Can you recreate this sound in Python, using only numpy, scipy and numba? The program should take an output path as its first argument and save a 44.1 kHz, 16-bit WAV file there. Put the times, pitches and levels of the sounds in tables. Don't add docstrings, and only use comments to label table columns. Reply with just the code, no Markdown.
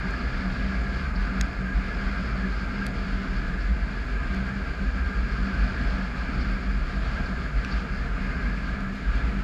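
import sys
import numpy as np
from scipy import signal
from scipy.io import wavfile
from scipy.ndimage import uniform_filter1d
from numba import njit

SR = 44100
rng = np.random.default_rng(int(sys.argv[2]) if len(sys.argv) > 2 else 0)


def materialize(psi):
    bounded = np.clip(np.atleast_2d(psi).T, -1, 1)
    quanta = np.round(bounded * 32767).astype(np.int16)
    wavfile.write(sys.argv[1], SR, quanta)


N = 415863

# centre in seconds, peak in dB, pitch in Hz, half-length in ms.
THUMPS = [(0.116, -29, 50.9, 35), (0.27, -21.5, 55.5, 20), (0.48, -26, 49.7, 21), (0.645, -23, 51, 18),
          (0.8, -26, 51.4, 39), (0.968, -27, 50.2, 23.5), (1.22, -21.5, 47.7, 34), (1.413, -22, 55.6, 36),
          (1.61, -26, 49.9, 33), (1.785, -21, 51.9, 29), (1.948, -26.5, 47.8, 45), (2.331, -23, 50.7, 26),
          (2.544, -27, 50.04, 45), (2.881, -26, 51.8, 34.7), (2.998, -26, 53, 20), (3.38, -23, 43.87, 27),
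          (3.717, -21, 50.8, 43), (3.837, -23, 50.4, 21), (4.156, -25.5, 51.6, 46),
          (4.63, -24.5, 56.8, 25.5), (4.88, -22, 50.8, 25.4), (4.934, -21.5, 56.3, 16),
          (5.02, -25, 55.35, 18.3), (5.073, -24.5, 55.04, 12.8), (5.184, -23, 45.95, 19),
          (5.249, -20.5, 49, 19.3), (5.33, -26, 49.7, 18), (5.4, -24, 53.8, 17.8), (5.533, -24, 55.7, 20),
          (5.63, -19.5, 49.1, 35), (5.878, -21.5, 47.9, 22.3), (5.952, -26, 51.8, 18.7),
          (6.204, -21.5, 52.9, 19), (6.52, -24, 45.96, 43), (6.737, -24, 46, 23), (6.83, -22, 51, 16.6),
          (6.982, -25, 49.9, 28.7), (7.145, -25, 50, 19), (7.578, -19, 49.9, 20.4), (7.778, -23, 52.94, 38),
          (8.014, -25, 49.9, 22.3), (8.132, -21.5, 48.97, 28.6), (9.093, -19, 49.9, 22.2),
          (9.166, -20, 55.2, 25), (9.236, -23, 53, 20.5)]
# time in seconds, roar in dB, hiss in dB.
GUSTS = [(0, -36, -49.5), (0.95, -36.5, -48.5), (1.17, -37, -50.5), (1.4, -37, -49.5), (1.58, -38.5, -52),
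         (1.96, -36.5, -49), (2.3, -37, -50.5), (2.55, -38, -50.5), (2.8, -36.5, -49), (3.0, -37.5, -49),
         (3.7, -39, -52), (4.35, -37.5, -49.5), (4.9, -38.5, -52), (5.45, -37, -49), (5.9, -36.5, -48.5),
         (6.12, -38, -50), (6.4, -36, -50.5), (6.75, -39, -51), (7.2, -36, -48), (7.55, -39, -51),
         (7.72, -36, -48), (7.9, -39, -51), (8.4, -36.5, -51), (8.65, -38.5, -49.5), (8.82, -37, -53),
         (8.97, -40.5, -51.5), (9.2, -36, -49), (9.43, -38, -50.5)]


def buffet():
    # time in seconds, level in dB.
    throb_levels = [(0, -33), (0.5, -30), (1, -38), (1.6, -34), (2.1, -35), (2.7, -33.5), (3.15, -30),
                    (3.45, -28), (3.9, -33), (4.2, -32), (4.5, -45), (4.9, -34), (5.5, -31), (6.1, -32),
                    (6.8, -27.5), (7.3, -30), (8, -32), (8.6, -31.5), (8.95, -35), (9.43, -31.5)]
    throb_hz = 46.36
    centre_s, peak_db, thump_hz, half_ms = np.transpose(THUMPS)
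    shape = bells(centre_s, half_ms)
    running = undb(curves(throb_levels)[0]) * throbbing(rate_hz=20, bias=0.69)
    between = 1 - upsample(shape.max(axis=0))
    side = (-1) ** np.arange(len(centre_s))
    gain = between ** 2 * running + upsample(side * undb(peak_db) @ shape)
    offset_hz = upsample((thump_hz - throb_hz) @ shape / np.maximum(shape.sum(axis=0), 1))
    hz = throb_hz + offset_hz + 3.52 * between * walk(4)
    flicker = undb(0.83 * walk(30))
    phase = 2 * np.pi * np.cumsum(hz + 3.03 * walk(25)) / SR
    return np.sqrt(2) * gain * flicker * np.sin(phase)


def beat():
    # time in seconds, level in dB.
    levels = [(0, -39), (0.3, -36), (0.6, -35), (1.7, -38.5), (1.95, -44), (2.3, -35.5), (3.1, -38),
              (3.5, -42), (3.8, -33), (4.7, -39.5), (4.95, -35), (5.5, -31), (5.75, -38), (6.4, -35.5),
              (6.7, -32.5), (7.7, -36.5), (8.3, -34.5), (8.7, -40), (8.95, -43), (9.15, -35), (9.43, -40)]
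    beat_hz, wander_hz = 61.14, 2.97
    phase = 2 * np.pi * np.cumsum(beat_hz + wander_hz * walk(9)) / SR
    centre_s, _, _, half_ms = np.transpose(THUMPS)
    duck = 1 - 0.7 * upsample(bells(centre_s, half_ms).max(axis=0))
    return np.sqrt(2) * duck * undb(curves(levels)[0] + 3.2 * walk(16)) * np.sin(phase)


def engine():
    # time in seconds, level in dB.
    hum_levels = [(0, -45), (0.6, -42), (1.7, -37), (2.6, -39), (3.2, -41), (3.6, -37.5), (4.1, -46),
                  (5.1, -44), (5.7, -47), (6.4, -41), (6.85, -43.5), (7.5, -38.5), (8.3, -42.5), (9, -40.5),
                  (9.43, -39.5)]
    # centre in seconds, peak in dB, half-length in ms.
    swells = [(0.07, -30.5, 20), (0.467, -29.5, 40), (0.717, -32.5, 50), (0.878, -34.5, 19),
              (1.088, -37, 28), (1.186, -31.5, 27), (1.383, -30.5, 57), (1.637, -31.5, 32),
              (1.721, -32.5, 24), (1.86, -33, 30), (2.109, -32, 34), (2.395, -30, 21.4), (2.456, -28, 25),
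              (2.846, -32, 51), (3.234, -32.5, 26), (4.385, -29.5, 42), (4.567, -32, 40),
              (4.828, -32.5, 29.5), (5.46, -30, 50), (5.653, -34, 35), (6.011, -30.5, 27),
              (6.36, -35.5, 48), (6.524, -34.5, 28), (6.687, -33, 25), (7.315, -34, 28), (7.66, -35, 28.6),
              (8.236, -36, 30), (8.4, -39, 20.5), (8.778, -36, 19.8), (9.354, -34, 41)]
    firing_hz, octave_db = 192.6, -23.5
    centre_s, peak_db, half_ms = np.transpose(swells)
    shape = bells(centre_s, half_ms)
    loose = 1 - upsample(shape.max(axis=0))
    running = undb(curves(hum_levels)[0]) * throbbing(rate_hz=21, bias=0.64)
    gain = loose ** 2 * running + upsample((undb(peak_db)[:, None] * shape).max(axis=0))
    phase = 2 * np.pi * np.cumsum(firing_hz + (2.485 + 2.49 * loose) * walk(24)) / SR
    uneven = undb(2.8 * loose * walk(40))
    return np.sqrt(2) * gain * uneven * (np.sin(phase) + undb(octave_db) * np.sin(2 * phase))


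def wind():
    # centre in Hz, width in Hz, dB re the roar.
    shell_modes = [(1162, 35, -17), (1223, 67, -10.5), (1366, 121, -8), (1517, 110, -9), (1850, 376, -10),
                   (2120, 128, -13.5), (2323, 157, -13.5), (2460, 90, -19), (2637, 250, -20)]
    ring_modes = [(1610, 75, -6), (1693, 60, -9.5)]
    # centre in Hz, width in Hz, dB re the hiss.
    treble_modes = [(2804, 280, -7.5), (3296, 590, -6), (3880, 430, -13), (4215, 420, -12),
                    (5670, 1400, -17)]
    rasp_modes = [(4465, 370, -8), (4906, 470, -9)]
    # centre in Hz, width in Hz, level in dB.
    air_modes = [(6300, 580, -79), (6780, 430, -69.5), (7180, 780, -72.5), (7940, 600, -78),
                 (8840, 840, -80.5), (9680, 600, -85), (10940, 2200, -81), (12700, 3400, -84)]
    # time in seconds, ring gain in dB, rasp gain in dB.
    surges = [(0, 0.5, 2.5), (0.6, 0, 1.5), (1.1, 0.5, 1), (1.6, -0.5, 2), (1.7, 4, -1), (1.78, -4, -2),
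              (1.95, 3, 2), (2.33, -4, 3), (2.45, 4, 0.5), (2.56, -2.5, 1.5), (2.8, 3, 2), (2.95, -0.5, 1),
              (3.5, 1, -0.5), (4.1, -1, 0), (4.25, 0, -0.5), (5.55, 1.5, 1.5), (6.14, -1.5, 0),
              (6.2, -1, 2.5), (6.83, -2.5, 0.5), (7.22, -0.5, -0.5), (7.6, -1.5, 1), (7.75, 1.5, 0),
              (7.84, -6, -3), (7.98, 3, 4.5), (8.04, -2.5, -2.5), (8.43, 1, 1), (9.0, -1.5, -4),
              (9.14, 1, -1.5), (9.43, -7, -3)]
    # centre in seconds, half-length in ms, hiss dip in dB.
    lulls = [(0.83, 25, -3.5), (1.13, 15, -5), (1.272, 20, -1), (1.722, 13.9, -2), (2.667, 19, -3),
             (2.92, 24, -5.5), (3.315, 20, -1.5), (3.578, 14.6, -0.5), (3.72, 18, -0.5), (4.065, 19, -3),
             (4.45, 15.4, -1), (7.0, 20.2, -3)]
    roar_db, hiss_db = curves(GUSTS)
    ring_db, rasp_db = curves(surges)
    centre_s, half_ms, dip_db = np.transpose(lulls)
    lull_db = upsample(dip_db @ bells(centre_s, half_ms))
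    eddies = walk(20)
    eddies = unit(eddies - uniform_filter1d(eddies, int(.2 * SR)))
    shell = ringing(shell_modes, flicker_db=1.0, rate_hz=8)
    shell += undb(ring_db) * wavering(ring_modes, drift_hz=25.99, rate_hz=22)
    roar = undb(roar_db + 0.56 * lull_db + 0.31 * eddies) * shell
    hiss_gain = undb(hiss_db + lull_db + 0.62 * eddies + 0.67 * walk(13))
    treble = ringing(treble_modes, flicker_db=0.5, rate_hz=14)
    rasp = undb(rasp_db) * ringing(rasp_modes, flicker_db=0.54, rate_hz=18)
    air_gain = undb(0.33 * (hiss_db - hiss_db.mean() + eddies))
    air = air_gain * ringing(air_modes, flicker_db=0.0, rate_hz=11)
    return roar + hiss_gain * (treble + rasp) + air


def road():
    # centre in Hz, width in Hz, level in dB.
    frame_modes = [(31, 5.7, -42), (47.2, 16, -38), (62, 17, -38.5), (93, 48, -48.5), (131.7, 25, -41.5),
                   (167.8, 19, -45.5), (192.5, 23.4, -44), (235.2, 27, -45.5), (258.7, 23.6, -45.5),
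                   (302, 42, -52), (384, 53, -50), (461, 55, -52.5), (539, 115, -53.5), (635, 74, -52.5),
                   (696, 40, -52.5), (862, 195, -52.5), (1044, 65, -55)]
    roar_db = curves(GUSTS)[0]
    return undb(1.05 * (roar_db - roar_db.mean())) * ringing(frame_modes, flicker_db=1.12, rate_hz=6)


def ticks():
    # start in seconds, contact decay in ms, then each mode's peak in dB.
    strikes = [(1.4110, 0.93, -17.5, -40, -27, -28, -23, -21.5, -29, -41, -47),
               (1.530, 0.68, -40, -50, -48, -50, -52, -54, -57, -65, -78),
               (2.8658, 0.78, -32, -45, -33, -31.5, -39, -39, -38, -34, -62),
               (4.12, 0.48, -60, -65, -60, -58, -60, -58, -62, -62, -70),
               (5.590, 0.43, -54, -60, -60, -57, -62, -62, -64, -61, -66),
               (7.6477, 0.95, -45, -30, -55, -36, -38, -54, -56, -64, -70),
               (8.806, 0.72, -50, -60, -52, -50, -52, -53, -59, -63, -70),
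               (8.955, 0.55, -60, -65, -60, -60, -62, -60, -64, -60, -66)]
    # centre in Hz, width in Hz.
    shell_modes = [(2300, 1100), (2600, 440), (3300, 760), (4500, 560), (5600, 850), (6600, 750),
                   (7600, 1200), (10900, 1600), (13800, 1500)]
    out = np.zeros(N)
    t = np.arange(int(.06 * SR)) / SR
    for start_s, contact_ms, *peaks_db in strikes:
        contact = np.sign(rng.standard_normal(len(t))) * np.exp(-1000 * t / contact_ms)
        contact[0] = 4.2
        i = int(start_s * SR)
        for (hz, width_hz), db in zip(shell_modes, peaks_db):
            ring = steep_band(contact, hz, width_hz)
            out[i:i + len(t)] += undb(db) * ring / np.abs(ring).max()
    return out


def chirrs():
    # start in seconds, length in ms, gain in dB.
    bursts = [(1.150, 24, -49), (2.585, 33, -53), (3.35, 56, -53), (3.595, 35, -51), (6.395, 37, -50),
              (6.945, 23.3, -52), (7.25, 25, -54), (7.702, 37, -48)]
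    # centre in Hz, width in Hz, relative level in dB.
    part_modes = [(4480, 330, 0), (4900, 400, -4.5), (5300, 400, -12)]
    envelope = np.zeros(N)
    for start_s, length_ms, db in bursts:
        i, n = int(start_s * SR), int(length_ms * SR / 1000)
        envelope[i:i + n] = undb(db) * np.sqrt(np.hanning(n))
    return envelope * ringing(part_modes, flicker_db=2.0, rate_hz=90)


def grit():
    grains_per_s, impulse_db, spread_db = 14, -50, 4.5
    lands = rng.random(N) < grains_per_s / SR
    hits = lands * undb(impulse_db + spread_db * rng.exponential(size=N))
    return steep_band(hits, 6540, 3000) + undb(-10.0) * steep_band(hits, 10800, 4000)


def ringing(modes, flicker_db, rate_hz):
    out = 0
    for hz, width_hz, db in modes:
        gain = undb(db + flicker_db * walk(rate_hz))
        out += gain * unit(steep_band(rng.standard_normal(N), hz, 1.47 * width_hz))
    return out


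def wavering(modes, drift_hz, rate_hz):
    offset_hz, out = drift_hz * walk(rate_hz), 0
    for hz, width_hz, db in modes:
        phase = 2 * np.pi * np.cumsum(hz + offset_hz) / SR
        ring = walk(1.5 * width_hz) * np.sin(phase) + walk(1.5 * width_hz) * np.cos(phase)
        out += undb(db) * unit(ring)
    return out


def steep_band(x, hz, width_hz):
    hz, width_hz = float(hz), float(width_hz)
    return svf(svf(x, hz, width_hz), hz, width_hz)


@njit
def svf(x, hz, width_hz):
    y, band_state, low_state = np.empty(len(x)), 0., 0.
    g, damping = np.tan(np.pi * hz / SR), width_hz / hz
    for i in range(len(x)):
        band = (band_state + g * (x[i] - low_state)) / (1 + g * (g + damping))
        band_state = 2 * band - band_state
        low_state += 2 * g * band
        y[i] = damping * band
    return y


def throbbing(rate_hz, bias):
    return unit(np.tanh(bias + walk(rate_hz)))


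def walk(rate_hz):
    hold = int(SR / rate_hz)
    steps = np.repeat(rng.standard_normal(N // hold + 1), hold)
    return unit(uniform_filter1d(uniform_filter1d(steps, hold), hold)[:N])


def bells(centres_s, half_ms):
    t = np.arange(0, N, 64) / SR
    return np.array([np.exp(-.5 * ((t - s) * 1000 / ms) ** 2) for s, ms in zip(centres_s, half_ms)])


def upsample(coarse):
    return np.interp(np.arange(N), np.arange(0, N, 64), coarse)


def curves(table):
    times_s, *columns = np.transpose(table)
    return [np.interp(np.arange(N) / SR, times_s, column) for column in columns]


def undb(db):
    return 10 ** (np.asarray(db) / 20)


def unit(x):
    return x / np.sqrt(np.mean(x ** 2))


def scene():
    return (buffet() + beat() + engine() + wind() + road() + ticks() + chirrs() + grit())[None]


def record(dry):
    cutoff_hz = 15150
    return signal.sosfilt(signal.ellip(8, .2, 70, cutoff_hz, fs=SR, output="sos"), dry)


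dry = scene()
out = record(dry)
materialize(out)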